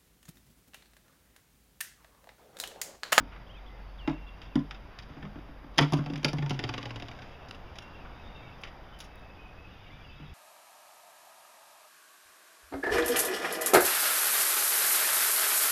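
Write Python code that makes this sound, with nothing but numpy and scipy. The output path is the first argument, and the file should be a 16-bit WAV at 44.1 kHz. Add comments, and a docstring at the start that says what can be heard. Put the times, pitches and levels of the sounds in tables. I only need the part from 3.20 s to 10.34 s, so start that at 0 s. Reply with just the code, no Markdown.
"""A concrete drive in a suburb: an empty plastic jug is set down, tips over, bounces and rocks to rest.
Each blow is a noisy crack that rings the jug's shell, its flat side walls and the air inside.
Small shoes tick and grit scrapes as noise bursts; a brick wall throws the blows and ticks back.
Far off, birds whistle as gliding sines over a wash and hiss of shaped noise and a low drone.
A small camera microphone with dips in its response hears it all."""
import sys
import numpy as np
from scipy import signal
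from scipy.fft import rfft, irfft, next_fast_len
from scipy.io import wavfile
from scipy.ndimage import uniform_filter1d

SR = 44100
rng = np.random.default_rng(int(sys.argv[2]) if len(sys.argv) > 2 else 0)


def materialize(psi):
    """Save the field psi as 16-bit PCM at rate SR to the path in sys.argv[1].

    A 1-D psi becomes a single channel; in a 2-D psi each row is a channel.
    """
    bounded = np.clip(np.atleast_2d(psi).T, -1, 1)
    quanta = np.round(bounded * 32767).astype(np.int16)
    wavfile.write(sys.argv[1], SR, quanta)


N = 314825
WALL_JUG_DB, WALL_TICK_DB = -16, -11  # brick wall echo against the direct sound


def gain_of(db):
    """Decibels to gain."""
    return 10 ** (np.asarray(db) / 20)


def evened(x):
    """Scales to rms 1."""
    return x / np.sqrt(np.mean(x ** 2) + 1e-20)


def unit_energy(x):
    """Scales so that the squares sum to 1."""
    return x / np.linalg.norm(x)


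def read(points, hz):
    """Reads a spectrum on a log-frequency axis."""
    f, value = np.transpose(points)
    return np.interp(np.log(hz + 1), np.log(f + 1), value)


def add(mix, s, sound):
    """Mixes a sound in at time s."""
    part = mix[max(round(s * SR), 0):][:len(sound)]
    part += sound[:len(part)]


def background():
    """Distant wash and hiss: random short-time spectra with faint drifting patches, and the drone."""
    # colour of the background before its slow changes: distant wash and, above about 9 kHz,
    # steady recorder hiss: [f/Hz, level/dB per Hz]
    background_colour = [(20, -71), (40, -70.5), (90, -75), (180, -81), (380, -87.5), (750, -86),
                         (1500, -91), (2600, -96.5), (3700, -100), (5000, -105), (6500, -116), (8000, -124),
                         (10000, -117.5), (15000, -115), (15700, -140)]
    # slow changes of the background:
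    # [t/s, change of all below 8 kHz/dB, change of a broad band round 650 Hz/dB, drone level/dB]
    weather = [(0, 2, 0.5, -49), (1, 1, 1, -45.5), (2, 3, 0.5, -52), (2.5, -0.5, 3.5, -49.5),
               (3.5, 3.5, 1.5, -56), (4.3, 3.5, 3.5, -73), (5, 4.5, 1.5, -69), (6, 2, 2.5, -57),
               (6.5, 3, -1, -72), (7.14, 4, -5, -68)]
    hop = 512
    frames, hz = N // hop + 5, np.fft.rfftfreq(2048, 1 / SR)[:, None]
    real, imaginary, patches = rng.standard_normal((frames, 1025, 3)).T
    patches = evened(uniform_filter1d(uniform_filter1d(patches, 20, 0), 8, 1))

    s, *columns = np.transpose(weather)
    frame_s = np.arange(frames) * hop / SR
    whole_db, swell_db, drone_db = (np.interp(frame_s, s, column) for column in columns)
    swell = np.exp(-np.log2(hz / 650 + 1e-3) ** 2 / 2.3) * swell_db
    level_db = read(background_colour, hz) + whole_db * (hz < 8000) + swell + 0.75 * patches
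    spectra = (real + 1j * imaginary) * gain_of(level_db)
    air = signal.istft(spectra, nperseg=2048, noverlap=2048 - hop)[1][:N] * np.sqrt(SR / 2048)
    return air + drone() * gain_of(np.interp(np.arange(N), np.arange(frames) * hop, drone_db))


def drone():
    """A steady low tone with slow random wobble of level and phase, rms 1."""
    drone_hz, width_hz = 46.3, 5  # width of each of two equal smoothing stages
    r = np.exp(-np.pi * width_hz / SR)
    wobble = rng.standard_normal((2, N))
    for _ in range(2):
        wobble = signal.lfilter([1 - r], [1, -r], wobble)
    envelope = 3.1 + evened(wobble)[0] + 1j * evened(wobble)[1]
    return evened((envelope * np.exp(2j * np.pi * drone_hz * np.arange(N) / SR)).real)


def ring(t, hz, t60, rise=0.):
    """One dying mode, with a soft start."""
    return gain_of(-60 * t / t60) * (1 - np.exp(-t / (rise + 1e-5))) * np.sin(2 * np.pi * hz * t)


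def burst(bright_db, length, snap):
    """A sharp contact in a gritty rush of smaller ones: bare force and its crack, both of unit energy."""
    # colour of the contact crack, before tilt: [f/Hz, level/dB]
    crack_colour = [(200, -13), (700, -4), (1500, 6), (3000, 7), (5000, 0.5), (6800, -11), (8200, -20.5),
                    (10500, -20.5), (14000, -39), (17000, -22)]
    t = np.arange(4096) / SR
    uneven = gain_of(4.4 * rng.standard_normal(4096))
    grit = rng.standard_normal(4096) * uneven * np.exp(-t / max(length, .001))
    grit *= 1 - np.exp(-t / 0.00019)
    grit[30] += snap * np.abs(grit).max()

    hz = np.fft.rfftfreq(4096, 1 / SR)
    octaves = np.clip(np.log2(hz / 2500 + 1e-3), -1, 2.2)
    log_gain = np.log(gain_of(read(crack_colour, hz) + bright_db * octaves))
    full = np.concatenate([log_gain, log_gain[-2:0:-1]])
    causal = np.exp(np.conj(signal.hilbert(full)))[:2049]  # minimum phase: nothing sounds before the contact
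    crack = irfft(rfft(grit) * causal)
    dull = uniform_filter1d(crack, size=8)
    crack = dull + (crack - dull) * 0.97 * np.exp(-t / (2.9 * length))  # the treble dies first
    return unit_energy(grit), unit_energy(crack)


def with_yard(sound, wall_db):
    """The sound, its echo smeared by the rough brick wall, and a thin outdoor tail of softened treble."""
    wall_delay_s, tail_db = 0.0353, -16.5
    t = np.arange(SR // 3) / SR
    taps = rng.choice([-1., 1.], len(t)) * (rng.random(len(t)) < .3)
    late = t - wall_delay_s
    bricks = taps * np.exp(-np.abs(late) / np.where(late > 0, .008, .0008))
    tail = signal.lfilter([1], [1, -.4], taps) * gain_of(-60 * t / 0.28) * (t > .006)
    response = gain_of(wall_db) * unit_energy(bricks) + gain_of(tail_db) * unit_energy(tail)
    response[0] = 1  # direct sound
    return signal.fftconvolve(sound, response)


def blows():
    """All blows: main blows, soft bumps (the last two from a second jug) and rocking taps, as rows with the
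    columns of main."""
    # blows of the jug from setting down to rocking, with one broad echoing burst after the fall:
    # [t/s, crack level/dB, crack tilt/dB per octave,
    # shell level/dB, air boom level/dB, side wall level/dB, most struck side pitch f/Hz]
    main = [(0.8758, -8.5, -6.5, -4.5, -27, -12.5, 339), (0.8949, -17.5, -5, -11, -55, -30.5, 283),
            (1.3551, -13.5, 2, -8.5, -23, -16, 260), (2.5761, -15, 5, -8, -23, -44, 312),
            (2.5814, 5, 4.5, -6, -36, -26, 290), (2.5881, 9.5, -3, 4.5, -29, -36, 284),
            (2.6101, -14, 9, 0, -15, -21, 297), (2.7223, -15, 8, -2, -14.5, -51, 204),
            (2.7345, -7, 5, -5, -42, -20.5, 305), (2.7863, -23, 1, -11.5, -18, -28, 273),
            (2.861, -17.5, -0.5, -12.5, -32, -37, 274), (2.8994, -20, -1.2, -16, -31, -30, 280),
            (2.9246, -37, 11, -33, -25, -38, 270), (2.9355, -18, 2, -17.5, -26, -42, 288),
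            (2.9573, -14.5, .4, -28, -29.5, -41, 200), (2.9765, -23, 3, -28, -53, -37.5, 258),
            (3.0305, -17, 1.9, -14, -50, -45, 336), (3.046, 4, 3.5, 0.5, -22, -32.5, 232),
            (3.1317, -16, 7.5, -9.5, -21, -32, 275), (3.1837, -13.5, -4, -11.5, -20.5, -34, 250),
            (3.2245, -14, -5, -11.5, -25, -47, 204), (3.2615, -17, -0.5, -14.5, -33, -45, 240),
            (3.2952, -12.5, 4.5, -22, -23.5, -32, 205), (3.3066, -7.5, 0.3, -5.5, -19.5, -31.5, 248)]
    # soft low bumps: the first a knock's dying end, the last two a thump of a second jug nearby: # [t/s, air
    # boom level/dB, side wall level/dB, most struck side pitch f/Hz]
    bumps = [(0.0034, -42.5, -36.5, 264), (1.8988, -46.5, -44.5, 274), (1.9683, -41, -39, 314),
             (2.0265, -35, -31.5, 196), (2.0518, -42, -34, 190), (2.1567, -40, -39, 272),
             (2.187, -54, -41.5, 265), (2.2884, -46.5, -44.5, 258), (2.4402, -50, -44, 267),
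             (6.9986, -40.5, -44.5, 227), (7.025, -47, -44.5, 213)]
    # taps as the jug rocks to rest on its side: [t/s, crack level/dB]
    rocks = [(3.3911, -7.5), (3.4388, -6.5), (3.491, -7.5), (3.539, -9), (3.579, -9), (3.6289, -15),
             (3.6551, -12), (3.706, -14), (3.7592, -15), (3.799, -19), (3.823, -14.5), (3.884, -18),
             (3.914, -21), (3.989, -23)]
    rows = list(main)
    for s, boom_db, side_db, side_hz in bumps:
        rows.append((s, side_db + 10, -9.5, side_db + 11, boom_db, side_db, side_hz))
    for s, crack_db in rocks:
        rows.append((s, crack_db, -1.5, crack_db - 1.5, crack_db - 24, crack_db - 29.5, 284))
    return rows


def rattle(force, flat):
    """The shell driven by the contact force: a few strong modes and a crowd of small ones, unit energy."""
    # upper modes of the jug's shell, before the shift of each blow; t60 is held to 0.07 s at most:
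    # [f/Hz, level/dB, t60/s]
    shell_modes = [(375, 0.5, 0.1), (436, -3.5, 0.079), (490, -21.5, 0.13), (544, 1.5, 0.031),
                   (603, -10, 0.12), (727, -1.5, 0.18), (886, -2.5, 0.12), (970, -20, 0.022),
                   (1150, -0.5, 0.028), (1543, -2.5, 0.025)]
    damp_db, damp_below_hz = -6, 690  # lying flat damps the shell's lower modes
    t = np.arange(4096) / SR
    spot = rng.standard_normal((2, len(shell_modes)))  # where it lands shifts the modes
    modes = np.zeros(4096)
    for (hz, db, t60), level_shift, pitch_shift in zip(shell_modes, *spot):
        mode_db = db + 1.4 * level_shift + flat * damp_db * (hz < damp_below_hz)
        modes += gain_of(mode_db) * ring(t, hz * (1 + 0.037 * pitch_shift), min(t60, .07))

    # many small modes of ribs and corners
    band = signal.butter(2, [300, 1100], "band", fs=SR)
    crowd = signal.lfilter(*band, rng.standard_normal(4096)) * gain_of(-60 * t / 0.094)
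    modes = evened(modes) + 0.94 * gain_of(flat * damp_db) * evened(crowd)
    return unit_energy(signal.fftconvolve(force, modes)[:4096])


def drum_of(boom_db, side_db, side_hz, flat):
    """Air boom, lower when the jug lies flat, and side wall modes, loudest near the struck pitch."""
    # close cluster of modes of the flat side walls: [f/Hz, level/dB, t60/s]
    side_modes = [(205, -6.5, 0.3), (248.3, 5, 0.095), (283.9, 3.5, 0.15), (313.4, -6, 0.17)]
    boom_free_hz, boom_flat_hz = 149.5, 116
    t = np.arange(int(.4 * SR)) / SR
    side = np.zeros(len(t))
    for hz, db, t60 in side_modes:
        side += gain_of(db - 8.1 * ((hz - side_hz) / 55) ** 2) * ring(t, hz, t60, rise=0.0041)
    boom = ring(t, boom_free_hz + (boom_flat_hz - boom_free_hz) * flat, t60=0.28, rise=0.0088)
    return gain_of(boom_db) * boom + gain_of(side_db) * side


def jug():
    """Each blow cracks, rattles the shell and drums the air inside and the flat side."""
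    settle_s, settle_time_s, flat_until_s = 3.32, 0.065, 4.5
    out = np.zeros(N)
    for s, crack_db, tilt_db, shell_db, boom_db, side_db, side_hz in blows():
        force, crack = burst(tilt_db, length=0.0068, snap=0.89)
        # 0 standing free, 1 settled flat
        flat = (s < flat_until_s) / (1 + np.exp(min((settle_s - s) / settle_time_s, 50)))
        knock = gain_of(crack_db) * crack + gain_of(shell_db) * rattle(force, flat)
        add(out, s, with_yard(knock, WALL_JUG_DB))
        drum = drum_of(boom_db, side_db, side_hz, flat)
        add(out, s + .002, drum)
        add(out, s + 0.03802, 0.21 * drum)  # the wall returns the low drum too
    return out


def ticks():
    """Shoes and grit on hard ground: short scuffs of noise without any hollow ring."""
    # ticks on the concrete: [t/s, level/dB, tilt/dB per octave, scuff length/s]
    scuffs = [(0.12, -21.5, -8, 0.028), (0.161, -25, -10, 0.012), (1.217, -21, 0, 0.019),
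              (1.5088, -13, -3, 0.0092), (1.787, -17, 1.2, 0.009), (4.019, -20.5, -1.5, 0.018),
              (4.2856, -26.5, 5.5, 0.013), (4.31, -15.5, 3, 0.0026), (4.556, -24, 1, 0.015),
              (4.586, -15.5, 4, 0.0041), (4.849, -19.5, -15, 0.026), (5.414, -33, 19, 0.019),
              (5.4357, -12, -2.5, 0.014), (5.7886, -27, 17, 0.016), (5.803, -16, 10, 0.014),
              (5.957, -32.5, 29, 0.0014)]
    out = np.zeros(N)
    for s, level_db, tilt_db, length in scuffs:
        crack = burst(tilt_db, length, snap=0.58)[1]
        add(out, s, with_yard(gain_of(level_db) * crack, WALL_TICK_DB))
    return out


def note(hz, level_db, unrest):
    """A near sine along a pitch curve, wavering in pitch and level."""
    t = np.arange(len(hz)) / SR
    drifts = rng.standard_normal((2, len(t)))
    waver, flutter = (unrest * evened(uniform_filter1d(drift, size=400)) for drift in drifts)
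    edges = np.clip(np.minimum(t, t[-1] - t) / .005, 0, 1)
    phase = 2 * np.pi * np.cumsum(hz * (1 + .0025 * waver)) / SR
    return np.sqrt(2) * edges * gain_of(level_db + 1.45 * flutter) * np.sin(phase)


def twitter():
    """A faint chorus of short notes at chance times and pitches, as rows with the columns of whistles."""
    # spells of far twitter: [from t/s, to t/s, number of notes]
    chorus = [(4, 5.4, 70), (5.4, 6.45, 25), (6.45, 7.14, 80)]
    low_hz, high_hz, loudest_db = 2200, 3800, -69
    notes = []
    for from_s, to_s, count in chorus:
        start, length, pitch, slide, size = rng.random((count, 5)).T
        held_hz = low_hz * (high_hz / low_hz) ** pitch
        start_s = from_s + start * (to_s - from_s)
        start_hz = held_hz * (.92 + .16 * slide)
        notes += zip(start_s, .02 + .06 * length, start_hz, held_hz, loudest_db - 6 * size)
    return notes


def birds():
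    """Arched chirps and sliding whistles, with the twitter behind them, all blurred by distance."""
    # quick chirps, each one or both flanks of an arch of pitch:
    # [top t/s, rise/s, fall/s, top f/Hz, level/dB]
    chirps = [(.289, .024, .001, 3500, -63), (.323, .033, .001, 3250, -59), (.364, .034, .001, 3250, -59),
              (.377, .014, .017, 3650, -61), (.352, .001, .05, 2600, -61), (.476, .018, .016, 3530, -60),
              (.95, .04, .045, 2760, -62.5), (1.079, .014, .018, 3580, -60), (1.28, .025, .016, 3650, -63),
              (1.3, .001, .06, 2800, -63)]
    # whistles that slide onto a held pitch: [t/s, length/s, start f/Hz, held f/Hz, starting level/dB]
    whistles = [(.46, .17, 2050, 2050, -69), (.61, .24, 4500, 4500, -75), (.783, .1, 3950, 2735, -55.5),
                (.93, .22, 2740, 2740, -64.5), (1.18, .12, 2740, 2740, -67), (4.1, .2, 2700, 2650, -66),
                (4.6, .22, 2900, 2750, -65), (5.03, .27, 3500, 3660, -65), (5.15, .2, 2780, 2660, -63),
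                (5.22, .1, 2350, 2260, -65), (5.72, .08, 3000, 3050, -65), (5.84, .3, 2680, 2610, -68),
                (6.18, .15, 2460, 2530, -59), (6.37, .11, 2540, 2580, -64), (6.7, .13, 1900, 2370, -62),
                (6.7, .1, 3450, 3410, -66), (6.82, .1, 4780, 4760, -72), (6.84, .04, 2900, 2780, -62),
                (6.88, .1, 2750, 2600, -60), (7.04, .08, 2650, 2620, -66)]
    arch_hz, slide_s = 650, .014  # drop from top to ends of a chirp; time constant of a slide
    fade_db = -2.5  # over the length of a whistle
    clear_db, unrest_per_db = -57, .35  # fainter singers are farther off and waver more
    out = np.zeros(N)
    for top_s, rise, fall, top_hz, db in chirps:
        t = np.arange(-rise, fall, 1 / SR)
        hz = top_hz - arch_hz * (t / np.where(t < 0, rise, fall)) ** 2
        add(out, top_s - rise, note(hz, db, unrest=1.0))
    for s, length, start_hz, held_hz, db in list(whistles) + twitter():
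        t = np.arange(0, length, 1 / SR)
        hz = held_hz + (start_hz - held_hz) * np.exp(-t / slide_s)
        unrest = min(1 + unrest_per_db * (clear_db - db), 3.5)
        add(out, s, gain_of(np.linspace(0, fade_db, len(hz))) * note(hz, db, unrest))

    t = np.arange(SR // 4) / SR
    blur = rng.standard_normal(len(t)) * gain_of(-60 * t / 0.31)
    return out + gain_of(-9.) * signal.fftconvolve(out, unit_energy(blur))[:N]


def scrape():
    """Grit under the tumbling jug: dense grains of uneven size, each one of several tiny cracks."""
    # slow level of the scraping, near silent outside its span: [t/s, level/dB]
    scrape_level = [(2.5, -75), (2.6, -50), (2.85, -58), (3.02, -67), (3.1, -62), (3.6, -57), (3.9, -61),
                    (4.15, -61.5)]
    grains_per_s, kinds = 2500, 10
    s, db = np.transpose(scrape_level)
    size = gain_of(3.5 * np.minimum(rng.exponential(1, N), 5))
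    grains = size * (rng.random(N) < grains_per_s / SR) * rng.choice([-1., 1.], N)
    kind = rng.integers(0, kinds, N)
    rush = np.zeros(N)
    for k in range(kinds):
        tiny_crack = burst(0.6, length=0.001, snap=1.5)[1][:600]
        rush += signal.oaconvolve(grains * (kind == k), tiny_crack)[:N]
    return evened(rush) * gain_of(np.interp(np.arange(N) / SR, s, db, left=-120, right=-120))


def scene():
    """Close blows and ticks with their echoes over the far background."""
    return (background() + jug() + ticks() + birds() + scrape())[None]


def record(dry):
    """The microphone's dips, then the band limit."""
    # dips in the microphone's response, a negative depth being a peak: [f/Hz, half width/Hz, depth/dB]
    dips = [(4215, 95, 26), (4900, 220, -3.5), (7850, 300, 16), (8780, 220, 18), (12620, 250, 20),
            (16000, 500, 8)]
    edge_hz = 16400
    size = next_fast_len(N + 4096)
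    hz = np.fft.rfftfreq(size, 1 / SR)
    dips_db = sum(db / (1 + ((hz - f) / width) ** 2) for f, width, db in dips)
    coloured = irfft(rfft(dry, size) * gain_of(-dips_db), size)[:, :N]
    low_pass = signal.firwin(511, edge_hz, window=("kaiser", 9), fs=SR)
    return signal.oaconvolve(coloured, low_pass[None], "same")


dry = scene()
out = record(dry)
materialize(out)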